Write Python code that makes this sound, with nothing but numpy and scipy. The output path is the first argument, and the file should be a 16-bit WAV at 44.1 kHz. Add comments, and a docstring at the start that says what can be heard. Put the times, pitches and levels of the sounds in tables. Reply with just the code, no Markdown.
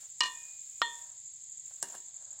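"""First comes a steady chorus of far crickets in the outdoor air, and a soft stir of wet leaves in a pan.
One near cricket chirps all along, two wing strokes to a chirp. A metal ladle stirs the leaves and
tomato pieces and knocks the cast pan twice, so that both ring. Then it jabs down through the
vegetables and scrapes along the bottom. The surroundings throw back a dull echo."""
import sys
import numpy as np
from scipy import signal
from scipy.fft import rfft, irfft
from scipy.io import wavfile

SR = 44100
rng = np.random.default_rng(int(sys.argv[2]) if len(sys.argv) > 2 else 0)


def wav_record(signal):
    """Record a signal, one row per channel, as 16-bit PCM in the file named by sys.argv[1]."""
    frames = np.transpose(np.atleast_2d(signal))
    bounded = np.clip(frames, -1, 1)
    # unit amplitude maps onto the largest positive 16-bit level
    quanta = np.round(bounded * 32767).astype(np.int16)
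    wavfile.write(sys.argv[1], SR, quanta)


N = 105840
TIME, HZ = np.arange(N) / SR, np.fft.rfftfreq(N, 1 / SR)

# Levels in the tables are relative. A spectrum says how strong each pitch is.
# outdoor air and distant insects: pitch_hz, level_db
AIR_SPECTRUM = [(20, -21), (45, -4.5), (70, 5), (140, 6), (280, -14.5), (600, -11), (900, -4.5),
                (1300, -20), (2000, -2.5), (2800, -6.5), (3500, 2.5), (5400, 2), (5800, -7), (8500, -7),
                (10300, -20), (11400, -8.5), (12200, -25.5), (13200, -24), (15500, -32)]
# the far crickets together: pitch_hz, level_db
CHORUS_SPECTRUM = [(5000, -62), (5850, -44.5), (6150, -12.5), (6500, -4), (6900, 1), (7400, 3),
                   (7750, -3.5), (8150, -11), (8700, -36), (10500, -78.5)]
# how loudly the wet leaves settle: time_s, level_db
LEAF_LEVELS = [(0, -58.5), (.17, -69.5), (.25, -56), (.6, -65.5), (1.0, -59.5), (1.2, -77), (1.62, -77.5),
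               (1.67, -63.5), (1.81, -66), (1.84, -56.5), (1.96, -57.5), (2.08, -73), (2.4, -103)]
# the fizz of the leaves: pitch_hz, level_db
LEAF_SPECTRUM = [(200, -35.5), (2000, -6.5), (5000, -3), (9000, 4), (11000, -11.5), (15500, -8)]
# the ladle dragging through the vegetables: start_s, length_s, level_db
LADLE_DRAGS = [(0, 0.08, -69.5), (0.22, 0.2, -71), (0.386, .2, -73.5), (0.883, 0.33, -71.5),
               (1.654, 0.2, -75), (1.827, 0.19, -61.5), (1.94, 0.018, -51), (1.955, 0.7, -73)]
# the rub of the ladle: pitch_hz, level_db
RUB_SPECTRUM = [(60, -29.5), (220, -13.5), (400, -15.5), (600, 5), (950, 0.5), (1300, -3), (1650, 0.5),
                (2300, -19), (4500, -26.5), (9000, -10.5), (15500, -30.5)]
# what the surroundings throw back: pitch_hz, level_db
ECHO_SPECTRUM = [(60, -16), (180, -7), (380, -1.5), (600, -14.5), (1000, -13), (1400, -26.5), (3000, -17),
                 (8000, -30), (15500, -41.5)]
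# the near cricket's chirps: start_s, level_db
NEAR_CHIRPS = [(.020, -41.5), (0.102, -38.5), (0.185, -37), (.271, -39), (.352, -37.5), (0.432, -36),
               (0.513, -38.5), (0.595, -36.5), (0.676, -36), (0.758, -36.5), (0.838, -38.5), (0.933, -39.5),
               (1.018, -37), (1.097, -37.5), (1.18, -38.5), (1.257, -37), (1.338, -39), (1.416, -37.5),
               (1.498, -36.5), (1.576, -34.5), (1.658, -34.5), (1.739, -35.5), (1.82, -36.5),
               (1.901, -35.5), (1.982, -36), (2.063, -37.5), (2.144, -36.5), (2.225, -38), (2.308, -34.5),
               (2.391, -34.5)]
# ladle blows: start_s, ring_db, clack_db, rattle_db, place (0 low on the wall, 1 near the rim, 2 bottom)
LADLE_KNOCKS = [(0.2063, -.5, -5, -12.5, 0), (0.2344, -11, -16, -0.5, 0), (0.2579, -17, -23.5, 2.5, 0),
                (0.8173, 1, 2, -35.5, 1), (1.8270, -1.5, -5, -7, 2), (1.9502, -10, -22.5, -7.5, 2)]
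# the ringing tones of the pan on its stand and of the ladle that strikes it, by place struck:
# pitch_hz, fade_s (time to drop by 60 dB), wall_db, rim_db, bottom_db
KNOCK_TONES = [(388, .3, -60, -80, -57), (945, .44, -39, -34, -52), (1011, .24, -32, -52, -62),
               (1150, .18, -39, -62, -80), (1205, .13, -35, -56, -66), (1820, .43, -34, -38, -59),
               (1862, .22, -28.5, -28, -58), (2850, .19, -26, -45, -50), (2925, .16, -27, -49, -64),
               (2955, .14, -28, -54, -64), (3026, .18, -36, -56, -69), (3149, .3, -62, -46, -75),
               (3262, .3, -51, -40, -75), (3390, .38, -45, -47, -68), (3412, .38, -56, -40, -69),
               (3553, .34, -44, -37.5, -69), (4087, .15, -37, -50, -66), (4110, .19, -34, -46, -64),
               (4220, .2, -32, -37, -62), (4500, .08, -39, -50, -62), (5055, .13, -44, -68, -65),
               (5674, .07, -39, -56, -60)]
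# the short clack of ladle on pan, by place struck: pitch_hz, wall_db, rim_db, bottom_db
CLACK_SPECTRA = [(60.4, -24.5, -48, -25), (169, -17, -27, -5.5), (270, -11.5, -27, -3),
                 (480, -6.5, -14, -11.5), (837, -4.5, -9.5, -4), (936, -5.5, -11.5, -9),
                 (1178, 9, 8.5, -8.5), (1420, -12.5, 10.5, -16), (1584, 4, -3, -1.5),
                 (1930, -17.5, -8, -11), (2330, 2.5, -1.5, -30), (2700, -12, -12, -26),
                 (3033, -6, -2.5, -19.5), (4323, 3.5, -10.5, -17.5), (8230, -3.5, -20, -1),
                 (11190, -33, -37.5, -21.5), (15500, -45, -44.5, -30)]
# the loudness of the ladle's own thin ring: time_s, level_db
LADLE_RING_LEVELS = [(.208, -40.5), (.3, -60.5), (.41, -57), (.5, -59), (.7, -78), (.9, -66), (1.2, -110)]
# the ladle catching lightly on the pan: start_s, level_db
LADLE_CATCHES = [(1.709, -28), (1.839, -16), (2.226, -31), (2.262, -39), (2.329, -33)]

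PITCH_FALL_HZ_PER_S = 95000  # every wing stroke slides down this fast


def amp(db):
    """Turns decibels into a number to multiply by."""
    return 10 ** (np.asarray(db) / 20)


def unit(x):
    """Scales a sound to an average power of 1."""
    return x / np.sqrt(np.mean(x ** 2) + 1e-20)


def gain_at(spectrum, hz):
    """Reads a spectrum between its rows, as a number to multiply by."""
    row_hz, db = np.transpose(spectrum)
    return amp(np.interp(np.log(hz + 1), np.log(row_hz + 1), db))


def colour(x, spectrum):
    """Shapes a sound with a spectrum, at an average power of 1."""
    return unit(irfft(rfft(x) * gain_at(spectrum, HZ), N))


def add(mix, start_s, sound):
    """Mixes a sound in at a time."""
    at = max(round(start_s * SR), 0)
    part = mix[at:at + len(sound)]
    part += sound[:len(part)]


def click(spectrum, size=4096):
    """A click with a sudden start and the given spectrum."""
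    log_gain = np.log(gain_at(spectrum, abs(np.fft.fftfreq(size, 1 / SR))))
    response = np.exp(np.conj(signal.hilbert(log_gain)))  # packs the energy at the start
    return np.fft.ifft(response).real[:size // 2]


def scatter(fade_s, size=22050):
    """A dying run of random taps with a total energy of 1."""
    taps = rng.choice([-1., 1.], size) * amp(-60 * TIME[:size] / fade_s)
    return taps / np.linalg.norm(taps)


def grains(per_s, spread_db):
    """Random tiny clicks of uneven size."""
    sizes = amp(spread_db * np.minimum(rng.exponential(1, N), 4))
    return unit(rng.standard_normal(N) * sizes * (rng.random(N) < per_s / SR))


def outdoor_air(level_db=-68):
    """Air and distant insects blend into a steady hush."""
    return amp(level_db) * colour(rng.standard_normal(N), AIR_SPECTRUM)


def far_crickets(level_db=-49.5, strokes_per_s=700, start_hz=8800, blur=0.36):
    """Many falling wing strokes overlap, blurred by distance."""
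    t = TIME[:SR // 30]
    cycles = np.cumsum(start_hz - PITCH_FALL_HZ_PER_S * t) / SR
    stroke = np.sin(2 * np.pi * cycles) * signal.windows.tukey(len(t), .1)
    triggers = 1. * (rng.random(N) < strokes_per_s / SR)
    chorus = unit(signal.fftconvolve(triggers, stroke, "same"))
    return amp(level_db) * colour(chorus + blur * rng.standard_normal(N), CHORUS_SPECTRUM)


def leaves():
    """Stirred wet leaves settle with a fine crackle."""
    loudness = amp(np.interp(TIME, *np.transpose(LEAF_LEVELS)))
    return loudness * colour(grains(per_s=7000, spread_db=2.5), LEAF_SPECTRUM)


def ladle_drags():
    """The ladle rubs through the food: a gritty sound that swells and fades with each push."""
    pressure = np.zeros(N)
    for start_s, length_s, db in LADLE_DRAGS:
        t = np.arange(0, length_s, 1 / SR)
        add(pressure, start_s, amp(db) * np.sin(np.pi * t / length_s))
    return pressure * colour(grains(per_s=1500, spread_db=1), RUB_SPECTRUM)


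def echo(sound, fade_s=.4, build_s=.0087):
    """The surroundings throw back many small reflections that blur into a dull tail."""
    tail = scatter(fade_s)
    tail *= 1 - np.exp(-TIME[:len(tail)] / build_s)
    dull_tail = signal.fftconvolve(tail, click(ECHO_SPECTRUM))
    return signal.fftconvolve(sound, dull_tail)[:N]


def wing_stroke(lead_s, pitch_hz=7460, swell_s=.002, tail_s=.0016, upper_ratio=1.53, upper_db=-31):
    """One stroke of the wings falls in pitch: a strong swell at lead_s, then a weaker, lower tail."""
    t = TIME[:SR // 40] - lead_s
    stroke_hz = rng.normal(pitch_hz, 35)  # no two strokes are quite alike
    tail_db, tail_at_s, tail_shift = rng.normal(-5, 3.5), rng.normal(.005, .0005), rng.normal(0, np.pi)
    phase = 2 * np.pi * np.cumsum(stroke_hz - PITCH_FALL_HZ_PER_S * t) / SR
    upper_tone = amp(upper_db) * np.sin(upper_ratio * phase)  # a faint, higher wing vibration
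    swell = np.exp(-(t / swell_s) ** 2) * (np.sin(phase) + upper_tone)
    tail = amp(tail_db) * np.exp(-((t - tail_at_s) / tail_s) ** 2) * np.sin(phase + tail_shift)
    return swell + tail


def near_cricket(gain_db=-0.8, gap_s=.0225, second_db=0.67, lead_s=.01, yard_db=-10):
    """Two wing strokes make each chirp, and the yard scatters the sound."""
    chirps = np.zeros(N)
    for start_s, db in NEAR_CHIRPS:
        add(chirps, start_s - lead_s, amp(db) * wing_stroke(lead_s))
        add(chirps, start_s - lead_s + gap_s, amp(db + second_db) * wing_stroke(lead_s))
    yard = amp(yard_db) * signal.fftconvolve(chirps, scatter(fade_s=.076))[:N]
    return amp(gain_db) * (chirps + yard)


def knock_ring(ring_db, place, rise_s=.001):
    """Pan and ladle ring with many fading tones; the place hit sets how strong each is."""
    t = TIME[:SR]
    ring = np.zeros(SR)
    for hz, fade_s, *place_db in KNOCK_TONES:
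        loudness = amp(ring_db + place_db[place] - 60 * t / fade_s)
        ring += loudness * np.sin(2 * np.pi * (hz * t + rng.random()))
    return ring * (1 - np.exp(-t / rise_s))


def clack(rattle_db, place):
    """Ladle meets pan in a burst of tiny contacts and a brief rattle."""
    contacts = .8 * scatter(fade_s=.011) + .55 * scatter(fade_s=.028)
    contacts += amp(rattle_db) * scatter(fade_s=.14)
    contacts[0] += .2  # the very first touch
    spectrum = [(hz, place_db[place]) for hz, *place_db in CLACK_SPECTRA]
    return signal.fftconvolve(contacts, click(spectrum))


def ladle_knocks(clack_boost_db=10):
    """Each blow makes a clack and sets pan and ladle ringing."""
    knocks = np.zeros(N)
    for start_s, ring_db, clack_db, rattle_db, place in LADLE_KNOCKS:
        add(knocks, start_s, knock_ring(ring_db, place))
        add(knocks, start_s, amp(clack_db + clack_boost_db) * clack(rattle_db, place))
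    return knocks


def ladle_ring(pitch_hz=2462):
    """One thin tone of the ladle's bowl lingers, and grows again as it comes free of the food."""
    level_db = np.interp(TIME, *np.transpose(LADLE_RING_LEVELS), left=-np.inf)
    return amp(level_db) * np.sin(2 * np.pi * pitch_hz * TIME)


def ladle_catches(fade_s=.065):
    """The ladle catches lightly on the pan, each time with a short scratch."""
    catches = np.zeros(N)
    for start_s, db in LADLE_CATCHES:
        add(catches, start_s, amp(db) * signal.fftconvolve(scatter(fade_s), click(RUB_SPECTRUM)))
    return catches


def scene():
    """Air, crickets and cooking, mixed into one channel."""
    air = outdoor_air()
    ladle = ladle_knocks() + ladle_catches() + ladle_drags() + ladle_ring()
    crickets = near_cricket() + far_crickets()
    return (air + crickets + ladle + echo(ladle) + leaves())[None]


def record(dry, cutoff_hz=16000):
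    """Takes away the very highest treble."""
    low_pass = signal.firwin(511, cutoff_hz, window=("kaiser", 9), fs=SR)
    return signal.oaconvolve(dry, low_pass[None], "same")


dry = scene()
out = record(dry)
wav_record(out)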